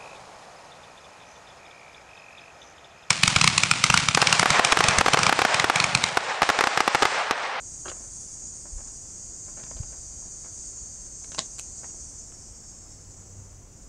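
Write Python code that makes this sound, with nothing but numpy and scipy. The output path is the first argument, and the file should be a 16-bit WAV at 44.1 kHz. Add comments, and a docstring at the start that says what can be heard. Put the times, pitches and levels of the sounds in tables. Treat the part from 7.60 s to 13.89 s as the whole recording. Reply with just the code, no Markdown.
"""Cicadas drone in summer woodland, their clicking tymbals ringing the abdomen. Two near ones slowly
speed up inside a wide chorus where narrow bands of buzz swell and sink, then all of them wind down.
A walker's shoes crunch on a root, scuff dirt and grit, clack a stone and snap a dry twig.
Air nudges the hand-held microphone, and a low far-off drone swells briefly near the end."""
import sys
import numpy as np
from scipy import signal
from scipy.fft import rfft, irfft
from scipy.io import wavfile

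SR = 44100
rng = np.random.default_rng(int(sys.argv[2]) if len(sys.argv) > 2 else 0)


def generate_wav(sig):
    """Save sig (samples, or channels by samples) to the path in sys.argv[1] as 16-bit PCM at SR."""
    pcm = np.round(np.clip(np.atleast_2d(sig).T, -1, 1) * 32767).astype(np.int16)
    wavfile.write(sys.argv[1], SR, pcm)


N = 277355
TIME_S = np.arange(N) / SR


def from_db(db):
    """Decibels to gain."""
    return 10 ** (np.asarray(db) / 20)


def unit_rms(x):
    """Scale to rms 1."""
    return x / np.sqrt(np.mean(x ** 2) + 1e-20)


def since(start_s):
    """Seconds since start_s, 0 before it."""
    return np.maximum(TIME_S - start_s, 0)


def ramp(start_s, length_s):
    """Linear rise from 0 to 1, then held."""
    return np.minimum(since(start_s) / length_s, 1)


def drift(knots_per_s, size=N):
    """Random wander of spread 1."""
    knots = rng.standard_normal(2048)
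    return np.interp(TIME_S[:size] * knots_per_s, np.arange(len(knots)), knots) * np.sqrt(3 / 2)


def cut(x, hz, kind, order=2):
    """Butterworth filter."""
    return signal.sosfilt(signal.butter(order, hz, kind, fs=SR, output="sos"), x)


def colour(x, spectrum, size=8192):
    """Minimum-phase filter with the given spectrum; keeps the power of white noise."""
    hz, db = np.transpose(spectrum)
    grid_hz = np.maximum(np.fft.rfftfreq(size, 1 / SR), 1)
    magnitude = from_db(np.interp(np.log(grid_hz), np.log(hz), db))
    cepstrum = irfft(np.log(magnitude))
    cepstrum[1:size // 2] *= 2
    cepstrum[size // 2 + 1:] = 0
    response = irfft(np.exp(rfft(cepstrum)))
    return signal.fftconvolve(x, response / np.linalg.norm(response))[:N]


def trees(x, t60_s):
    """Diffuse scatter from trunks and leaves, at unit power gain."""
    t = TIME_S[:SR // 2]
    echoes = rng.standard_normal(len(t)) * from_db(-60 * t / t60_s)
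    return signal.oaconvolve(x, echoes / np.linalg.norm(echoes))[:len(x)]


def clicks(times_s, sizes):
    """Impulses placed between samples."""
    at = np.clip(times_s * SR, 0, N - 2)
    whole = at.astype(int)
    fraction = at - whole
    return np.bincount(whole, sizes * (1 - fraction), N) + np.bincount(whole + 1, sizes * fraction, N)


def tymbals(rate_hz, jitter_s, uneven_db):
    """Left and right tymbal buckle in turn, one click each per cycle."""
    cycles = np.cumsum(rate_hz) / SR + rng.random()
    beat = np.arange(2, int(2 * cycles[-1]) - 1)
    timing, strength = rng.standard_normal((4096, 2))[:len(beat)].T
    right = beat % 2
    times_s = np.interp(beat / 2 + .003 * right, cycles, TIME_S[:len(cycles)]) + jitter_s * timing
    sizes = from_db(uneven_db * strength - 1.5 * right)
    return unit_rms(clicks(times_s, sizes)[:len(cycles)])


TYMBAL_HZ = 178.6
PACE_HZ = TYMBAL_HZ + 1.27 * since(0.9)
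WIND_DOWN_DB = 4.5 * since(4.33)  # base loss, scaled by each fall_ratio

# Cicada abdomen resonance: (frequency [Hz], gain [dB])
ABDOMEN_SPECTRUM = [(1500, -34), (3000, -35.5), (4150, -30), (4600, -17), (5300, -16), (5800, -9),
                    (6250, -4.5), (6650, -3), (7100, -2), (7600, -7), (8500, -11), (9100, -18.5),
                    (9700, -31.5), (10500, -42), (13000, -53.5)]


def near_cicada(rate_hz, scatter_db, turn_rad_per_s, voices, side_hz, side_width_hz, side_gain):
    """Tymbals ring sharp voices (Hz, gain) and a broad side band; tree paths shift as the walker moves."""
    buzz = tymbals(rate_hz + .3 * drift(25), jitter_s=1e-5, uneven_db=1.0)
    turn = turn_rad_per_s * TIME_S + .5 * drift(2.77)
    scatter = np.cos(turn) * trees(buzz, 0.18) + np.sin(turn) * trees(buzz, 0.58)
    voice = sum(gain * signal.lfilter(*signal.iirpeak(hz, Q=50, fs=SR), buzz) for hz, gain in voices)
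    side = side_gain * signal.lfilter(*signal.iirpeak(side_hz, side_hz / side_width_hz, fs=SR), buzz)
    return unit_rms(colour(buzz + from_db(scatter_db) * scatter + voice + side, ABDOMEN_SPECTRUM))


def first_cicada(fall_ratio=1.9):
    """Loud, bright opening phrase, then a steady level until the wind-down."""
    phrase = 1 - ramp(0.81, 0.27)
    song = near_cicada(PACE_HZ, scatter_db=-0.5, turn_rad_per_s=2.2, voices=[(6630, from_db(5.5))],
                       side_hz=9600, side_width_hz=670, side_gain=from_db(10) * phrase)
    return song * from_db(-53.5 + 5 * phrase - fall_ratio * WIND_DOWN_DB)


def second_cicada():
    """Slower; drops to a lower resonance, gains a rasp under the main band, then stops."""
    rate_hz = 174.15 + 2.4 * since(2.5)
    opened = ramp(1.46, 0.38)
    fade = 1 - ramp(4.35, 0.26)
    voices = [(6625, from_db(7.5 - 8.1 * opened)), (6320, from_db(10.5) * opened)]
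    song = near_cicada(rate_hz, scatter_db=1.5, turn_rad_per_s=2.61, voices=voices,
                       side_hz=4770, side_width_hz=1600, side_gain=from_db(-4) * opened)
    return song * from_db(-46.5 + 0.5 * (2.5 - opened)) * fade


# Paths off nearby trunks: (extra delay [s])
TRUNK_DELAYS_S = [0.0029, 0.0047, 0.0071, 0.0113]


def trunk_echoes(x, gain=0.42, sway_s=4e-5):
    """Echo delays sway with the walker, lifting and cancelling narrow wandering bands."""
    at = np.arange(N)
    delays_s = [delay_s + sway_s * drift(3.5) for delay_s in TRUNK_DELAYS_S]
    return x + gain * sum(np.interp(at - SR * delay_s, at, x) for delay_s in delays_s)


def chorus_band(band, level_db, sag_db_per_s, fall_ratio):
    """One band wavers, sags slowly, then winds down."""
    loss_db = sag_db_per_s * TIME_S + fall_ratio * WIND_DOWN_DB
    return unit_rms(band) * from_db(level_db - loss_db + 0.68 * drift(3.32))


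def chorus(count=5, flutter_db=3.0):
    """Far cicadas, each at its own rate and heard only as scatter, over the wash of many more."""
    crowd = from_db(-0.5) * rng.standard_normal(N)
    for ratio in np.linspace(.94, 1.06, count):
        buzz = tymbals(PACE_HZ * ratio + .45 * drift(5), jitter_s=1.5e-5, uneven_db=5.0)
        crowd += unit_rms(trees(buzz, 0.21)) * from_db(flutter_db * drift(22)) / np.sqrt(count)
    song = colour(trunk_echoes(crowd), ABDOMEN_SPECTRUM)
    spectrum, hz = rfft(song), np.fft.rfftfreq(N, 1 / SR)
    low = irfft(spectrum * np.interp(hz, [5300, 6000], [1, 0]), N)
    high = irfft(spectrum * np.interp(hz, [7700, 8400], [0, 1]), N)
    return (chorus_band(song - low - high, level_db=-44, sag_db_per_s=0.098, fall_ratio=1.18)
            + chorus_band(low, level_db=-60, sag_db_per_s=0.082, fall_ratio=0.8)
            + chorus_band(high, level_db=-52.5, sag_db_per_s=0.54, fall_ratio=1.46))


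# Swelling bands of cicada buzz:
# (centre [s], length [s], pitch [Hz], bandwidth [Hz], throb rate [Hz], relative level [dB])
BUZZ_SWELLS = [(0.326, 0.33, 7050, 120, 74, -43.5), (0.45, 2.1, 8740, 130, 41, -57),
               (0.55, 1.2, 9040, 120, 55, -66), (0.55, 1.3, 9470, 110, 42, -57),
               (0.6, 0.69, 9900, 130, 45, -66), (0.849, 0.48, 6580, 110, 49, -41.5),
               (0.872, 0.22, 6990, 140, 62, -41), (1.339, 0.089, 8900, 300, 54, -50),
               (1.75, 0.43, 6800, 140, 48, -44), (2.002, 0.9, 7380, 130, 53, -47),
               (2.049, 0.7, 6630, 130, 46, -48), (2.099, 1.1, 4880, 120, 55, -55.5),
               (2.599, 1.5, 4590, 335, 42, -61), (2.605, 0.76, 8670, 130, 43, -63),
               (3.103, 0.9, 9040, 160, 50, -59), (3.24, 0.2, 7020, 300, 55, -40),
               (4.417, 0.65, 4650, 170, 35, -62.5), (4.45, 0.6, 5800, 300, 50, -52),
               (4.453, 0.8, 7330, 117.5, 51, -56), (4.548, 1.1, 8400, 151, 37, -57),
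               (4.6, 0.8, 9160, 120, 49, -66), (4.9, 1.4, 5520, 420, 43, -52),
               (5.101, 0.43, 6730, 101, 51, -49.5), (5.1, 0.62, 7530, 131, 51, -51),
               (5.308, 1.1, 5250, 180, 39, -64), (5.396, 0.9, 4390, 400, 33, -69),
               (5.5, 1.1, 7850, 400, 42, -56), (5.857, 0.98, 6080, 300, 48, -56)]


def buzz_swells(throb_depth=0.45):
    """Narrow bands of the cicada buzz swell, throb and sink."""
    out = np.zeros(N)
    for centre_s, length_s, hz, width_hz, throb_hz, level_db in BUZZ_SWELLS:
        active = np.abs(TIME_S - centre_s) < length_s / 2
        size = active.sum()
        rate_hz = hz / (2 * np.round(hz / (2 * TYMBAL_HZ)))  # centres an even harmonic in the band
        buzz = tymbals(rate_hz + 1.2 * drift(30, size), jitter_s=2e-5, uneven_db=3.0)
        tone = cut(trees(buzz, 0.1), [hz - width_hz / 2, hz + width_hz / 2], "band")
        throb_cycles = np.cumsum(throb_hz * (1 + 0.239 * drift(13, size))) / SR
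        throb = 1 + throb_depth * np.cos(2 * np.pi * throb_cycles)
        arch = np.cos(np.pi * (TIME_S[active] - centre_s) / length_s)
        out[active] += from_db(level_db + drift(13.3, size)) * arch * unit_rms(tone * throb)
    return from_db(-5) * out


# Woodland background: (frequency [Hz], relative density [dB])
AIR_SPECTRUM = [(15, -4.5), (35, 1), (70, -2.5), (120, -7), (200, -12.5), (400, -18), (800, -25),
                (1500, -32.5), (2500, -36), (4000, -43), (9000, -44), (11500, -46), (16000, -48.5)]


def still_air():
    """Steady background noise, strongest in the bass."""
    return from_db(-49) * colour(rng.standard_normal(N), AIR_SPECTRUM)


# Sole on ground: (frequency [Hz], gain [dB])
GROUND_SPECTRUM = [(60, -15), (220, 1.5), (340, -4.5), (440, -1), (680, 1.5), (1000, -3), (1450, -4),
                   (2000, -7.5), (3200, -8), (4200, -3.5), (7000, 4), (10000, -18), (15000, -46)]


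def litter_rustle():
    """Faint, restless rustle of litter underfoot."""
    litter = cut(colour(rng.standard_normal(N), GROUND_SPECTRUM), 1970, "low")
    return unit_rms(litter) * from_db(-67.5 + 2.5 * drift(45))


def sole_slips(slips, surface, grain_db, attack_share, grain_samples=24):
    """Each slip crushes a quickly thinning burst of grit; long slips start softly."""
    out, t = np.zeros(N + SR), TIME_S[:SR // 4]
    for start_s, level_db, decay_s, cutoff_hz in slips:
        noise = rng.standard_normal(len(t))
        grains = from_db(grain_db * rng.standard_normal(len(t) // grain_samples + 1))
        grit = noise * grains.repeat(grain_samples)[:len(t)]
        envelope = (1 - np.exp(-t / (attack_share * decay_s))) * np.exp(-t / decay_s)
        burst = cut(grit * envelope, cutoff_hz, "low", order=3)
        body = cut(burst, 6500, "low")
        at = int(start_s * SR)
        out[at:at + len(t)] += burst * from_db(level_db) * np.linalg.norm(envelope) / np.linalg.norm(body)
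    return colour(out, surface)


# Shoe on a root: (time [s], relative level [dB], decay [s], cutoff [Hz])
ROOT_SLIPS = [(0.248, -47, 0.0068, 1700), (0.2562, -31.5, 0.0021, 2600), (0.2602, -28.5, 0.0017, 1200),
              (0.2665, -37, 0.0039, 3000), (0.277, -34, 0.004, 1190), (0.2815, -26, 0.0012, 5000),
              (0.2848, -28.5, 0.0016, 5200), (0.2932, -35, 0.0024, 3000), (0.2978, -28.5, 0.002, 6400),
              (0.316, -29.5, 0.002, 2670)]
# Root resonance: (frequency [Hz], gain [dB])
ROOT_SPECTRUM = [(60, -9), (260, -4.5), (370, 0), (530, 7.5), (680, 1.5), (950, -7), (1250, 2), (1520, 2),
                 (1800, -7), (2300, -11), (3250, -1), (3650, -7), (4300, -1), (7000, -9.5), (12000, -13.5)]


def root_crunch():
    """A shoe grinds and knocks over a woody root."""
    return from_db(-1.5) * sole_slips(ROOT_SLIPS, ROOT_SPECTRUM, grain_db=1, attack_share=0.36)


# Shoe on dirt: (time [s], relative level [dB], decay [s], cutoff [Hz])
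DIRT_SLIPS = [(0.335, -52, 0.065, 1700), (0.3672, -42.5, 0.0022, 1900), (0.406, -45.5, 0.003, 1500),
              (0.425, -50.5, 0.022, 1700), (1.051, -46, 0.017, 1600), (1.178, -47, 0.01, 1600),
              (1.202, -46, 0.01, 1800), (1.258, -52.5, 0.026, 2400), (1.879, -44.5, 0.01, 1400),
              (1.964, -44.5, 0.041, 2300), (1.994, -45, 0.0036, 2000), (2.034, -37.5, 0.0045, 5500),
              (2.06, -45.5, 0.007, 2200), (2.1117, -33, 0.0023, 2390), (2.163, -44.5, 0.014, 3440),
              (2.2315, -38, 0.0025, 1900), (2.323, -47.5, 0.016, 2100), (2.6237, -46.5, 0.0022, 1400),
              (2.645, -53, 0.02, 1500), (2.837, -47.5, 0.028, 1900), (3.642, -39, 0.0029, 4500),
              (3.7183, -30, 0.0013, 5500), (3.722, -47, 0.017, 4500), (3.7464, -26.5, 0.0014, 5500),
              (3.777, -37, 0.0044, 2500), (3.783, -31.5, 0.0016, 1500), (3.797, -35, 0.0081, 7500),
              (4.229, -42, 0.0081, 1900), (4.2424, -33, 0.0021, 1900), (4.295, -50, 0.0064, 2980),
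              (4.34, -49.5, 0.008, 1000), (4.718, -48.5, 0.0059, 3000)]


def dirt_scuffs(settle_lag_s=0.054, settle_decay_s=0.0063, settle_cutoff_hz=1940):
    """Shoes scuff dirt; loosened grit settles faintly after each slip."""
    settling = []
    for start_s, *_ in DIRT_SLIPS:
        late, faint = rng.standard_normal(2)
        settle_s = start_s + settle_lag_s * np.exp(0.33 * late)
        settling.append((settle_s, -62 - 3.5 * faint, settle_decay_s, settle_cutoff_hz))
    return from_db(-1) * sole_slips(DIRT_SLIPS + settling, GROUND_SPECTRUM, grain_db=4, attack_share=0.3)


# Puffs on the microphone: (time [s], relative peak [dB], frequency [Hz])
AIR_PUFFS = [(1.134, -30, 46.7), (1.162, -28.5, 36.4), (2.161, -30.5, 46.4), (2.206, -20.5, 84)]


def air_puffs(eddy_decay_s=0.24, eddy_cutoff_hz=57):
    """Each puff is a pressure dip between two soft rises, leaving low, dying turbulence."""
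    pressure, stir = np.zeros(N), np.zeros(N)
    for time_s, peak_db, hz in AIR_PUFFS:
        spread = (np.pi * hz * (TIME_S - time_s)) ** 2
        pressure += from_db(peak_db) * (2 * spread - 1) * np.exp(-spread)
        stir += from_db(peak_db) * (TIME_S > time_s) * np.exp(-since(time_s) / eddy_decay_s)
    eddies = unit_rms(cut(rng.standard_normal(N), eddy_cutoff_hz, "low", order=3))
    return from_db(-2) * pressure + from_db(-23) * stir * eddies


def struck(hits, modes, crumble_db, crumble_s):
    """Each contact, an impulse with a brief crumble, rings the same damped modes."""
    t, force, out = TIME_S[:SR // 50], np.full(N, 1e-18), np.zeros(N)
    for time_s, level_db, cutoff_hz in hits:
        contact = (t == 0) + from_db(crumble_db) * np.exp(-t / crumble_s) * rng.standard_normal(len(t))
        at = int(time_s * SR)
        force[at:at + len(t)] += from_db(level_db) * cut(contact, cutoff_hz, "low", order=3)
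    for hz, gain_db, t60_s in modes:
        radius = from_db(-60 / (t60_s * SR))
        pole_real = radius * np.cos(2 * np.pi * hz / SR)
        out += from_db(gain_db) * signal.lfilter([1, -pole_real], [1, -2 * pole_real, radius ** 2], force)
    return out


# Stone contacts: (time [s], relative force [dB], cutoff [Hz])
STONE_HITS = [(3.7812, -22, 4800), (3.7845, -5.5, 1230), (3.7866, -12.5, 4950), (3.7911, -7.5, 11000),
              (3.7921, -16.5, 9000), (3.8115, -39, 8500), (3.8135, -23, 1300)]
# Stone modes: (frequency [Hz], gain [dB], t60 [s])
STONE_RING = [(195, -28, 0.012), (663, -29, 0.043), (790, -26.5, 0.017), (1060, -27, 0.016),
              (1900, -18, 0.0024), (3970, -8, 0.0038), (4670, -8.5, 0.0045), (5340, -11, 0.0051),
              (6800, -0.5, 0.0047), (7500, -28, 0.005)]


def stone_clack():
    """A stone clacks under the shoe, dull at first, then hard."""
    clack = struck(STONE_HITS, STONE_RING, crumble_db=-17.5, crumble_s=0.00064)
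    return from_db(-1.5) * cut(clack, 8460, "low", order=12)


# Fibre breaks: (time [s], relative force [dB], cutoff [Hz])
TWIG_BREAKS = [(3.984, -19, 8000), (3.9878, -33, 8000), (3.9903, -14.5, 9100), (3.9912, -21, 8000),
               (3.9954, -9.5, 9700), (3.9969, -20, 9000), (3.9982, -21, 8000)]
# Twig modes: (frequency [Hz], gain [dB], t60 [s])
TWIG_RING = [(1600, -44, 0.0031), (2750, -15, 0.0042), (3980, -13, 0.0023), (7370, 4, 0.0037),
             (8200, -15, 0.0027), (12800, -27, .004)]


def twig_snap():
    """A dry twig cracks fibre by fibre."""
    return from_db(-12) * struck(TWIG_BREAKS, TWIG_RING, crumble_db=-12, crumble_s=0.0007)


def far_drone(pitch_hz=96):
    """A low, wavering tone swells, holds briefly and sinks."""
    phase = 2 * np.pi * np.cumsum(pitch_hz + drift(9.2)) / SR
    swell = ramp(5.09, 0.64) - ramp(5.86, 0.24)
    return np.sin(phase) * from_db(-46 + 2 * drift(14)) * swell


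def scene():
    """Cicadas, footsteps with their scatter off the trees, air and the drone; mono."""
    insects = first_cicada() + second_cicada() + chorus() + buzz_swells()
    cracks = stone_clack() + twig_snap()
    steps = dirt_scuffs() + root_crunch()
    scatter = from_db(-8) * trees(cracks, 0.13) + from_db(-7.5) * trees(steps + 0.22 * cracks, 0.11)
    feet = steps + cracks + scatter
    return (insects + feet + air_puffs() + still_air() + litter_rustle() + far_drone())[None]


def record(dry, low_hz=14, high_hz=15750):
    """The microphone loses the deepest bass; the top is cut steeply."""
    lowpass = signal.ellip(12, .1, 80, high_hz, fs=SR, output="sos")
    return signal.sosfilt(lowpass, cut(dry, low_hz, "high"))


dry = scene()
out = record(dry)
generate_wav(out)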